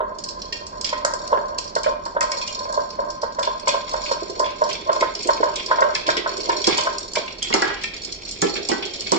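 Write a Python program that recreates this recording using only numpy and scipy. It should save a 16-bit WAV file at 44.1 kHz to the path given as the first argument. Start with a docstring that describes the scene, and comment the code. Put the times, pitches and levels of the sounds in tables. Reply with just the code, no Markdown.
"""Marbles on a wooden track

Glass marbles roll along a winding groove in a pine board, then rattle down a ramp with wooden barriers.
The grain makes them rumble; they knock the groove's walls, click together, clack on wooden edges and
drop into a hollow plastic tray. Two spaced microphones, in a small room with a low hum."""
import sys
import numpy as np
from scipy import signal
from scipy.fft import rfft, irfft, next_fast_len
from scipy.io import wavfile
from scipy.ndimage import uniform_filter1d, minimum_filter1d, map_coordinates

SR = 44100
rng = np.random.default_rng(int(sys.argv[2]) if len(sys.argv) > 2 else 0)


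def materialize(psi):
    """Save the field psi as 16-bit PCM at rate SR to the path in sys.argv[1].

    A 1-D psi becomes a single channel; in a 2-D psi each row is a channel.
    """
    bounded = np.clip(np.atleast_2d(psi).T, -1, 1)
    quanta = np.round(bounded * 32767).astype(np.int16)
    wavfile.write(sys.argv[1], SR, quanta)


N = 404838
T = np.arange(SR // 4) / SR  # seconds since a contact
SIDES = np.array([[.5], [-.5]])  # left, right share of a difference

# Event and flow levels are relative within each table.
# Wall knocks. Each row: start in seconds, level in dB, low-mode emphasis, upper-mode weight in dB,
# rumble in dB re the knock.
WALL_KNOCKS = [(0.002, -11.5, -14, -19, -35), (0.017, -16, 10, -39, -13), (0.926, -12, -13.5, -14.5, -24),
               (1.047, -8.5, -1, -3, -16), (1.134, -16.5, -13, -14, -11), (1.326, -5, -14, -25.5, -33),
               (1.344, -17, -43, -23, -29), (1.372, -12, -9, -19, -35), (1.762, -8.5, -1.5, -12, -17.5),
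               (1.861, -8.5, 24.5, -9, -11.5), (2.059, -17.5, -47, -26, -17),
               (2.164, -8.5, -5.5, -14.5, -20), (2.208, -10.5, -24, 6.5, -12.5),
               (2.774, -9, -1, -23.5, -14.5), (2.987, -11, 1, -24, -8), (3.23, -11, -8, -21, -13.5),
               (3.385, -11.5, -3, -16, -7), (3.471, -10, -21, -29, -17.5), (3.672, -15.5, -8, -14, 0.5),
               (3.742, -11, -13, -24, -29), (3.938, -10.5, -10, -19, -18), (4.111, -9, -11, -19, -23.5),
               (4.396, -8.5, -8.5, -19, -10), (4.617, -5.5, -6, -22.5, -18.5),
               (4.892, -5, -3.5, -16.5, -43), (4.961, -15, -21, -31, -15), (5.023, -6, -5, -15.5, -30),
               (5.289, -3.5, -15, -18, -19.5), (5.428, -6, -11.5, -15, -12.5), (5.71, -5, -18, -12.5, -18),
               (5.784, -9.5, -30, -17, -6), (5.819, -4.5, -9, -11, -20), (5.89, -16, 0, -5, -33),
               (6.087, -6.5, -7, -3.5, -28), (6.168, -30.5, -5, 0, -13), (6.259, -12, -16, -11, -30),
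               (6.492, -7, -51.5, -28, -23), (6.78, -15, -22, -8, -6), (6.868, -11.5, -8.5, -5, -8.5),
               (7.168, -12, 10, -47, -20.5)]
# Marble on marble. Each row: start in seconds, level in dB, brightness in dB.
GLASS_CLICKS = [(0.185, -33, -9.0), (0.238, -26.5, -6.5), (0.287, -27, -10.5), (0.306, -35, -12.5),
                (0.417, -28.5, -15.5), (0.524, -24.5, -19.5), (0.666, -31.5, -5), (0.811, -25.5, -3),
                (0.844, -19.5, -13.0), (0.863, -30, -4.5), (0.89, -26.5, -11), (1.048, -19.5, 0),
                (1.136, -27, -1.5), (1.275, -30.5, -10), (1.583, -20.5, -6.0), (1.641, -35.5, -12),
                (1.676, -34, -15.5), (1.752, -23, -7), (1.832, -27.0, -4.5), (2.053, -32, -6.5),
                (2.207, -22, 1.5), (2.227, -28, -3.5), (2.316, -21.5, -8), (2.413, -29.5, -14.5),
                (2.475, -26, -9), (2.725, -31, 0.5), (2.805, -40.5, -17.5), (2.903, -31.5, -19),
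                (3.102, -30, -9.5), (3.216, -30.0, -18), (3.393, -30.5, -6.5), (3.428, -27, -5),
                (3.449, -29.5, -15.5), (3.596, -34.5, -5.5), (3.68, -19, -1), (3.892, -31.5, -8),
                (3.934, -31.5, -7), (4.037, -30, -13.5), (4.061, -39, -11.5), (4.117, -25.5, -13.5),
                (4.394, -23.5, -5), (4.637, -28, -14), (4.689, -32.5, -6), (4.729, -25.5, -9),
                (4.929, -27.5, -5.5), (5.007, -26.5, -8.5), (5.15, -24, -13.5), (5.19, -30.5, -17.5),
                (5.23, -27, -7), (5.272, -26.5, 2), (5.331, -30.5, -15.5), (5.557, -24.5, -5.5),
                (5.66, -24.5, -11.5), (5.805, -29.5, -7.5), (5.949, -19.5, -11), (6.078, -28, -9),
                (6.101, -23.5, -9.0), (6.167, -24, -11), (6.377, -32, -4.5), (6.403, -28.5, -15),
                (6.432, -32, -11.5), (6.491, -25.5, -14), (6.585, -34.5, -18.5), (6.641, -22.5, -14),
                (6.669, -14, -7), (6.779, -20.5, 0), (6.834, -27.5, -5.5), (6.982, -24, -2.5),
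                (7.134, -27.5, 1), (7.154, -22.5, -11.5), (7.426, -21.5, -2.5), (7.538, -15, -7.5),
                (7.619, -22.5, -6.5), (7.835, -27.5, -5.5), (8.047, -25.5, -9), (8.122, -26.5, -11),
                (8.289, -29.5, -6.5), (8.311, -27.5, -1.5), (8.417, -17.5, -0.5), (8.553, -33, -4.5),
                (8.687, -20, -3.5), (8.715, -26.5, -15), (9.006, -25, -7.0), (9.118, -17, -1.5)]
# Marble on wooden edge. Each row: start in seconds, level in dB, pitch in Hz, flurry and ring in dB
# re the clack.
EDGE_CLACKS = [(0.5237, -22, 2755, -34, -10), (0.844, -26.5, 3650, -8.5, -15),
               (0.887, -27.5, 3150, -9, -15), (0.9296, -24.5, 2100, -29, -14),
               (1.5853, -34.5, 3210, -14, -21), (1.8408, -26.5, 2324, -13.5, -6),
               (2.208, -26, 2570, -17, -12), (2.3176, -24, 2210, -22.5, -12),
               (2.4128, -25.5, 2500, -18, -8), (2.4768, -26, 2890, -23, -10.5),
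               (3.429, -20, 3494, -14.5, -16), (3.6715, -21.5, 2204, -5.5, -10),
               (4.059, -23.5, 2450, -13.5, -24), (4.441, -25.5, 3360, -8, -17),
               (4.6917, -31.5, 3360, 1.5, -9), (4.7502, -24.5, 3480, -20, -19),
               (5.008, -18, 2150, -23, -17.5), (5.5598, -23, 3700, -9, -7), (5.951, -16, 2595, -22, -21),
               (6.064, -27, 3320, -4, -9), (6.1, -22.5, 3680, -15, -12), (6.1666, -18, 2000, -14.5, -18),
               (6.4984, -20.5, 2140, -16, -17), (6.6417, -15, 3340, -34, -14.5),
               (6.782, -16.5, 3020, -13.5, -17), (7.1555, -17, 2310, -14.5, -17),
               (7.277, -23.5, 2295, -18, -16), (7.42, -21, 3280, -15, -3), (7.5249, -13, 2160, -21, -13),
               (7.8384, -16, 2346, -26, -12.5), (8.4182, -23.5, 2270, -5, -6),
               (8.555, -26.5, 2440, -2, -16), (8.6902, -26.5, 2890, -10, -7),
               (8.824, -24.5, 2930, -6.5, -2)]
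# Tray landings. Each row: start in seconds, level, thud weight and clack weight in dB, wall pitch in Hz.
TRAY_DROPS = [(6.674, -11.5, -16, -15, 980), (7.152, -28.5, -10, 4, 1640), (7.502, -22.5, -14, -10, 1490),
              (7.539, -11, -18, -8.5, 1034), (7.62, -12, -27.5, -1, 1425), (7.699, -22.5, -39, 4, 1590),
              (8.423, -15, -8, -7.5, 1250), (8.557, -27.5, 5.5, 12, 1180), (8.691, -18, -15, -30, 963),
              (8.714, -17.5, -11, -1, 830), (9.12, -10.5, -14.5, -17, 902)]
# Brief swells of the low ramp rumble. Each row: start in seconds, level in dB.
RAMP_SWELLS = [(4.219, -20.5), (4.297, -22.5), (4.369, -22), (4.688, -20.5), (5.016, -19), (5.254, -20),
               (5.401, -15), (6.08, -14), (6.169, -18.5), (6.382, -22), (6.487, -17)]

# Steady rolling, ticking and scuffing. Each row: time in seconds, level in dB.
GROOVE_ROLL = [(0, -29), (.2, -40.5), (.68, -38), (.76, -34), (.86, -38), (1.2, -33.5), (1.48, -25),
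               (1.7, -39.5), (2.1, -45), (2.35, -27), (2.48, -39.5), (2.73, -24), (2.92, -42), (4.1, -35.5),
               (4.3, -40.5), (5.6, -51), (6.05, -52), (6.3, -31), (7.05, -57.5), (9.18, -64)]
RAMP_ROLL = [(0.0, -52.5), (3.83, -56), (5.37, -43.5), (6.01, -47), (6.59, -39.5), (6.98, -48.5),
             (8.39, -52), (8.59, -37.5), (9.18, -51)]
QUEUE_TICKING = [(0.0, -60.5), (0.4, -46), (0.75, -54), (1.2, -47), (1.55, -48.5), (2.12, -59), (2.5, -34),
                 (2.9, -48), (3.3, -49), (4.2, -39), (4.85, -48), (5.21, -38.5), (5.8, -43.5),
                 (6.85, -31.5), (7.0, -41), (8.3, -40.5), (9.18, -37)]
QUEUE_SCUFFING = [(0.0, -72), (1.1, -56), (2.2, -65), (2.32, -51), (3.25, -61), (3.86, -44.5), (4.4, -50.5),
                  (5.27, -42), (6.6, -41.5), (6.68, -26), (7.08, -55.5), (7.65, -35), (8.21, -47.5),
                  (8.44, -43.5), (8.61, -52.5), (9.18, -31.5)]

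# Modes of board, edge strips and tray. Each row: frequency in Hz, level in dB, T60 in seconds.
BOARD_MODES = [(480, -14, .03), (590, 0, .08), (675, -12, .055), (931, -5, .055), (1041, -1, .07),
               (1266, -9, .07), (1490, -6, .035), (1584, -8, .06), (1884, -12, .05), (2100, -13, .03)]
STRIP_MODES = [(2150, -4, .16), (2412, 0, .26), (3175, 0, .24), (3335, -1, .23), (3456, -5, .24)]
TRAY_MODES = [(206.3, 1.5, 0.2), (249, 0, 0.19), (420, 6, 0.23), (461, 5.5, 0.17), (519, -9, 0.051),
              (832, 12, 0.088), (1100, -11, 0.04), (1557, 0, 0.29), (1896, 0.5, 0.17)]

# Source spectra. Each row: frequency in Hz, spectral density in dB.
HUM_SPECTRUM = [(15, -15.5), (28, -5), (35, -9), (44, 4.5), (60, -13.5), (80, -4.5), (120, -15.5),
                (200, -7), (500, -16), (2000, -29), (8000, -77.5), (11000, -62)]
RAMP_SPECTRUM = [(100, -49.5), (170, -20), (215, -26), (270, 5.5), (390, 20), (480, 13), (700, 8.5),
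                 (1500, -81), (6000, -76.5)]
RATTLE_SPECTRUM = [(2500, -16), (3800, 0.5), (4150, -2), (4370, 18), (4800, -0.5), (5500, 11), (6350, -7),
                   (7200, 6), (8100, -24), (8800, -13), (9700, -75), (11000, -76.5)]
GLASS_SPECTRUM = [(1000, -55.5), (2400, -20), (3200, -13.5), (3700, -15), (4350, -2), (5500, 1), (6400, -9),
                  (7200, -0.5), (8200, -14.5), (9300, -24.5), (11000, -46.5), (15000, -45.5)]
BARRIER_SPECTRUM = [(600, -5.5), (1200, -4.5), (1800, -9), (2250, 6), (2600, 3.5), (2900, -9.5),
                    (3280, 5.5), (3750, 1), (5000, -0.5), (8000, -25.5), (12000, -87.5)]
TRAY_SPECTRUM = [(90, -33), (150, -19.5), (210, -5), (290, 5.5), (390, 14), (520, -14), (700, -3), (900, 1),
                 (1150, -2), (1400, -5), (2200, -13), (3300, -21), (5000, -52), (9000, -88.5), (12000, -89)]
RASP_SPECTRUM = [(250, -26), (450, -0.5), (620, 4.5), (780, -27), (1000, -14.5), (1500, 7), (2200, -26.5),
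                 (3500, -16.5), (11000, -100)]

# Board mode weights under a rolling marble. Each row: frequency in Hz, weight in dB.
ROLL_WEIGHTS = [(470, 6.5), (590, 3.5), (930, 4), (1040, 6), (1270, -4), (1584, -2.5), (1884, -13.5)]
# Room decay. Each row: frequency in Hz, T60 in seconds.
ROOM_DECAY = [(200, 0.28), (1000, 0.49), (4000, 0.46), (10000, 0.19)]
# Microphone balance. Each row: frequency in Hz, left minus right in dB.
MIC_BALANCE = [(60, -1), (170, -7.5), (400, -5.5), (600, -3.5), (950, -.5), (3000, -.8), (4400, -3),
               (6500, -.3)]


def amp(db):
    """Decibels to gain."""
    return 10 ** (np.asarray(db) / 20)


def decay(t60_s, t=T):
    """Exponential fall, 60 dB in t60_s."""
    return amp(-60 * t / t60_s)


def rise(rise_s, t=T):
    """Smooth onset, 0 to 1."""
    return 1 - np.exp(-(t / rise_s) ** 2)


def unit_rms(x):
    """Scale to rms 1."""
    return x / np.sqrt(np.mean(x ** 2) + 1e-20)


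def unit_hit(x):
    """Scale the loudest 256 samples to rms 1."""
    power = np.mean(np.atleast_2d(x) ** 2, axis=0)
    return x / np.sqrt(uniform_filter1d(power, 256, mode="constant").max())


def along(points, hz):
    """Interpolate (Hz, value) points on a log axis."""
    point_hz, values = np.transpose(points)
    return np.interp(np.log(hz + 1), np.log(point_hz + 1), values)


def filtered(x, response):
    """Apply a complex frequency response."""
    n = x.shape[-1]
    size = next_fast_len(n + 4096)
    return irfft(rfft(x, size) * response(np.fft.rfftfreq(size, 1 / SR)), size)[..., :n]


def shaped(x, spectrum):
    """Zero-phase filter; output rms 1."""
    return unit_rms(filtered(x, lambda hz: amp(along(spectrum, hz))))


def coloured(x, *spectra):
    """Minimum-phase filters in series, for short sounds."""
    size = 2 ** 14
    hz = np.fft.rfftfreq(size, 1 / SR)
    cepstrum = irfft(np.log(amp(sum(along(spectrum, hz) for spectrum in spectra))))
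    cepstrum[1:size // 2] *= 2
    cepstrum[size // 2 + 1:] = 0
    return irfft(rfft(x, size) * np.exp(rfft(cepstrum)), size)[..., :x.shape[-1]]


def add(track, start_s, sound):
    """Mix a sound into a track."""
    start = round(start_s * SR)
    sound = sound[..., max(-start, 0):N - start]
    track[:, max(start, 0):][:, :sound.shape[-1]] += sound


def placed(x, lag_ms, spread_ms):
    """The track lies to the right: sound reaches the left microphone later."""
    lag_s = (lag_ms + spread_ms * rng.standard_normal()) / 1000
    flight_s = .0006 + lag_s * SIDES
    return filtered(x, lambda hz: np.exp(-2j * np.pi * hz * flight_s))


def burst(t60_s, scatter_db, scatter_t60_s):
    """A contact's sharp front, alike in both channels, plus scatter from nearby wood."""
    front = rng.standard_normal(len(T)) * decay(t60_s)
    scatter = rng.standard_normal((2, len(T))) * amp(scatter_db) * decay(scatter_t60_s)
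    return front + scatter


def modal_ring(modes, weights, detune, sustain=1):
    """Decaying modes; (Hz, dB) weights stand for the strike position."""
    hz, db, t60_s = np.transpose(modes)[:, :, None]
    pitch_hz = hz * (1 + detune * rng.standard_normal(hz.shape))
    phase = rng.uniform(0, 2 * np.pi, hz.shape)
    envelope = amp(db + along(weights, hz)) * decay(sustain * t60_s)
    return np.sum(envelope * np.sin(2 * np.pi * pitch_hz * T + phase), axis=0)


def contacts(per_s, spread_db):
    """Random impulses of uneven size."""
    sizes = amp(spread_db * np.clip(rng.standard_normal(N), -2, 2))
    return (rng.random(N) < per_s / SR) * sizes * rng.choice([-1, 1], N)


def flow_power(curve, gain_db):
    """Power of steady motion along a level curve."""
    time_s, level_db = np.transpose(curve)
    return amp(np.interp(np.arange(N) / SR, time_s, level_db) + gain_db) ** 2


def stirred_power(hits, gain_db, rise_s, t60_s):
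    """Power of a swell at each event: fast rise, then settling."""
    t = np.arange(SR) / SR
    power = np.zeros((1, N))
    envelope = (1 - np.exp(-t / rise_s)) * decay(t60_s, t) ** 2
    for start_s, db, *_ in hits:
        add(power, start_s, amp(db + gain_db) ** 2 * envelope)
    return power[0]


def hum():
    """Low room drone, nearly mono, slowly wavering."""
    air = rng.standard_normal(N) + amp(-13.5) * rng.standard_normal((2, N))
    waver_db = map_coordinates(rng.standard_normal(32), [np.linspace(0, 31, N)])
    return amp(-46 + waver_db) * shaped(air, HUM_SPECTRUM)


def room(x):
    """Wall reflections build within milliseconds; the top treble dies first."""
    hz, t, noise = signal.stft(rng.standard_normal((2, SR // 2)), SR, nperseg=256)
    tail = signal.istft(noise * decay(along(ROOM_DECAY, hz)[:, None], t), SR, nperseg=256)[1]
    tail *= 1 - np.exp(-np.arange(tail.shape[1]) / SR / .0023)
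    return signal.fftconvolve(x, tail / np.linalg.norm(tail[0]), axes=1)[:, :N]


def free_ring():
    """A rolling marble barely damps the board; each spot weights the modes differently."""
    weights = [(hz, db + 2 * rng.standard_normal()) for hz, db in ROLL_WEIGHTS]
    return rise(.0008) * modal_ring(BOARD_MODES, weights, detune=.008, sustain=1.7)


def rumble(voice, per_s, spread_db, spots):
    """Random contacts at several spots, each with its own response; rms 1."""
    total = 0
    for _ in range(spots):
        impulses = contacts(per_s / spots, spread_db)[None]
        total += signal.oaconvolve(impulses, unit_rms(voice()), axes=1)[:, :N]
    return unit_rms(total)


def rolling():
    """Wood grain shakes the marbles; the rumble swells at bends, at landings and briefly on the ramp."""
    def groove_voice():
        return placed(free_ring(), lag_ms=.41, spread_ms=.17)

    def ramp_voice():
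        touch = burst(t60_s=.008, scatter_db=-12, scatter_t60_s=.048)
        return placed(coloured(touch, RAMP_SPECTRUM), lag_ms=.094, spread_ms=.2)

    groove = rumble(groove_voice, per_s=260, spread_db=4.5, spots=10)
    ramp = rumble(ramp_voice, per_s=580, spread_db=5, spots=6)
    bends = [(start_s, db + rumble_db) for start_s, db, _, _, rumble_db in WALL_KNOCKS]
    groove_power = (flow_power(GROOVE_ROLL, gain_db=0)
                    + stirred_power(bends, gain_db=-1, rise_s=.016, t60_s=.46))
    ramp_power = (flow_power(RAMP_ROLL, gain_db=4)
                  + stirred_power(RAMP_SWELLS, gain_db=-6, rise_s=.0013, t60_s=.18)
                  + stirred_power(TRAY_DROPS, gain_db=-10.5, rise_s=.0052, t60_s=.24))
    return np.sqrt(groove_power) * groove + np.sqrt(ramp_power) * ramp


def tap(hz, t60_s, partner_db=-7):
    """A small contact rings at one pitch, with three weaker modes around it."""
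    t = T[:SR // 9]
    ratios = np.exp(.2 * np.clip(rng.standard_normal(3), -2, 2))
    mode_hz = hz * np.append(1, ratios)[:, None, None]
    gains = amp(np.append(0, partner_db + 3 * rng.standard_normal(3)))[:, None, None]
    lag_s = rng.normal(.000617, .00008) * SIDES
    modes = gains * np.sin(2 * np.pi * (mode_hz * (t - lag_s) + rng.random(mode_hz.shape)))
    fade = 1 - (t / t[-1]) ** 4
    return modes.sum(axis=0) * rise(.0008, t) * decay(t60_s, t) * fade


def taps(count, low_hz, high_hz, t60_s, span_db):
    """Light contacts, random in time, pitch and level."""
    track = np.zeros((2, N))
    for when, pitch, size in rng.random((count, 3)):
        hz = low_hz + (high_hz - low_hz) * pitch
        add(track, when * N / SR, amp(span_db * size) * tap(hz, t60_s))
    return track


def patter(spectrum, per_s, spread_db, t60_s, spots=4):
    """Brief touches at several spots, each a puff of noise; rms 1."""
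    puff_power = ((1 - np.exp(-T / .003)) * decay(t60_s)) ** 2
    total = 0
    for _ in range(spots):
        power = signal.oaconvolve(contacts(per_s / spots, spread_db) ** 2, puff_power)[:N]
        puffs = np.sqrt(np.abs(power)) * rng.standard_normal(N)
        total += placed(puffs, lag_ms=.452, spread_ms=.077)
    return shaped(total, spectrum)


def jostling():
    """Queued marbles tick together and scuff the barriers; clicks and clacks set off flurries."""
    ticks = taps(count=1100, low_hz=3900, high_hz=8200, t60_s=.024, span_db=-13)
    touches = patter(RATTLE_SPECTRUM, per_s=70, spread_db=4.5, t60_s=.035)
    glass = amp(-10) * shaped(ticks, RATTLE_SPECTRUM) + amp(2) * touches
    edges = taps(count=640, low_hz=2054, high_hz=3423, t60_s=.22, span_db=5)
    scuffs = patter(BARRIER_SPECTRUM, per_s=240, spread_db=9, t60_s=.069)
    wood = amp(-3.5) * unit_rms(edges) + amp(3.07) * scuffs
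    flurries = [(start_s, db + flurry_db) for start_s, db, _, flurry_db, _ in EDGE_CLACKS]
    glass_power = (flow_power(QUEUE_TICKING, gain_db=-.5)
                   + stirred_power(GLASS_CLICKS, gain_db=-18, rise_s=.004, t60_s=.4)
                   + stirred_power(flurries, gain_db=-1, rise_s=.008, t60_s=.3))
    wood_power = (flow_power(QUEUE_SCUFFING, gain_db=-3)
                  + stirred_power(flurries, gain_db=3, rise_s=.023, t60_s=.25))
    return np.sqrt(glass_power) * glass + np.sqrt(wood_power) * wood


def glass_clicks():
    """Glass on glass: bright clicks are sharp and short; dull ones start softer and last longer."""
    track = np.zeros((2, N))
    for start_s, db, bright_db in GLASS_CLICKS:
        tilt = [(3000, 3 * rng.standard_normal()), (5500, 0), (6800, bright_db + 4),
                (9000, bright_db + 4), (11000, 2 * (db + bright_db) + 44)]
        dullness = np.clip(-bright_db / 14, 0, 1)
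        rise_s = .001 + .003 * dullness
        snap = rise(rise_s) * burst(t60_s=.012 + .016 * dullness, scatter_db=-13, scatter_t60_s=.065)
        click = placed(coloured(snap, GLASS_SPECTRUM, tilt), lag_ms=.571, spread_ms=.2144)
        add(track, start_s - rise_s / 2, amp(db + .8) * unit_hit(click))
    return track


def edge_clacks():
    """Harder blows on wooden edges; strip modes near their pitch ring on."""
    track = np.zeros((2, N))
    swell = rise(.004)
    for start_s, db, hz, _, ring_db in EDGE_CLACKS:
        tone = tap(hz, t60_s=.06, partner_db=-6)
        tone = np.pad(tone, ((0, 0), (0, len(T) - tone.shape[1])))
        crack = coloured(burst(t60_s=.023, scatter_db=-12, scatter_t60_s=.08), BARRIER_SPECTRUM)
        blow = swell * (unit_hit(tone) + unit_hit(crack))
        weights = [(hz / 1.5, -20), (hz, 0), (hz * 1.5, -20)]
        ring = placed(swell * modal_ring(STRIP_MODES, weights, detune=.005), lag_ms=.6, spread_ms=.1)
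        clack = unit_hit(blow) + amp(ring_db + 2) * unit_hit(ring)
        add(track, start_s - .001, amp(db - 5) * clack)
    return track


def tray_drops():
    """The hollow tray thuds, the struck wall clacks, the marbles inside shake."""
    track = np.zeros((2, N))
    onset = rise(.0011)
    for start_s, db, thud_db, clack_db, wall_hz in TRAY_DROPS:
        tilt = [(450, thud_db + 11.5), (750, .0071), (1100, .027), (1500, clack_db + 7)]
        shell = onset * modal_ring(TRAY_MODES, tilt, detune=.074)
        wall = amp(-5) * onset * np.sin(2 * np.pi * wall_hz * T) * decay(.1)
        jolt = onset * burst(t60_s=.093, scatter_db=-.13, scatter_t60_s=.35)
        shake = coloured(jolt, TRAY_SPECTRUM, tilt)
        drop = placed(unit_hit(shell) + wall + amp(-1) * unit_hit(shake), lag_ms=.56, spread_ms=.039)
        add(track, start_s, amp(db - 2) * unit_hit(drop))
    return track


def wall_knocks():
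    """A marble leans into a bend, bumps and rasps the wall, and chatters along it."""
    track = np.zeros((2, N))
    lead_s = .03  # chatter starts before the bump
    since_s = T - lead_s
    pressure = amp(np.where(since_s < 0, 500 * since_s, -60 * since_s / .3))
    onset = rise(.006)
    for start_s, db, low_emphasis, upper_db, _ in WALL_KNOCKS:
        weights = [(675, .43 * (low_emphasis + 2)), (930, 4.2), (1040, -3.5), (1270, upper_db + 9.5)]
        ring = onset * modal_ring(BOARD_MODES, weights, detune=.007)
        bump = ring * decay(.04)  # the leaning marble damps the board
        chatter = contacts(per_s=600, spread_db=5)[:len(T)] * pressure
        scrape = onset * burst(t60_s=.051, scatter_db=-14, scatter_t60_s=.09)
        rasp = coloured(scrape, RASP_SPECTRUM, weights)
        blow = unit_hit(bump) + amp(-8.5) * unit_hit(rasp)
        blow = np.pad(blow, ((0, 0), (round(lead_s * SR), 0)))
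        skid = signal.fftconvolve(free_ring(), chatter)[:len(T)]
        knock = unit_hit(blow)[:, :len(T)] + amp(-11) * unit_hit(skid)
        knock = placed(knock, lag_ms=.33, spread_ms=.07)
        add(track, start_s - lead_s - .001, amp(db - 5) * unit_hit(knock))
    return track


def scene():
    """Low and bright marble sounds, their reflections and the hum."""
    low = rolling() + wall_knocks() + tray_drops()
    bright = jostling() + glass_clicks() + edge_clacks()
    return low + bright + room(amp(-9) * low + amp(-7) * bright) + hum()


def record(dry):
    """Microphone balance, fast peak limiter, low-pass."""
    ceiling, limiter_s, cutoff_hz = .95, .002, 15600
    mics = filtered(dry, lambda hz: amp(along(MIC_BALANCE, hz) * SIDES))
    window = round(limiter_s * SR)
    needed_gain = ceiling / np.maximum(np.abs(mics).max(axis=0), ceiling)
    gain = uniform_filter1d(minimum_filter1d(needed_gain, 2 * window), window)
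    return filtered(mics * gain, lambda hz: hz < cutoff_hz)


dry = scene()
out = record(dry)
materialize(out)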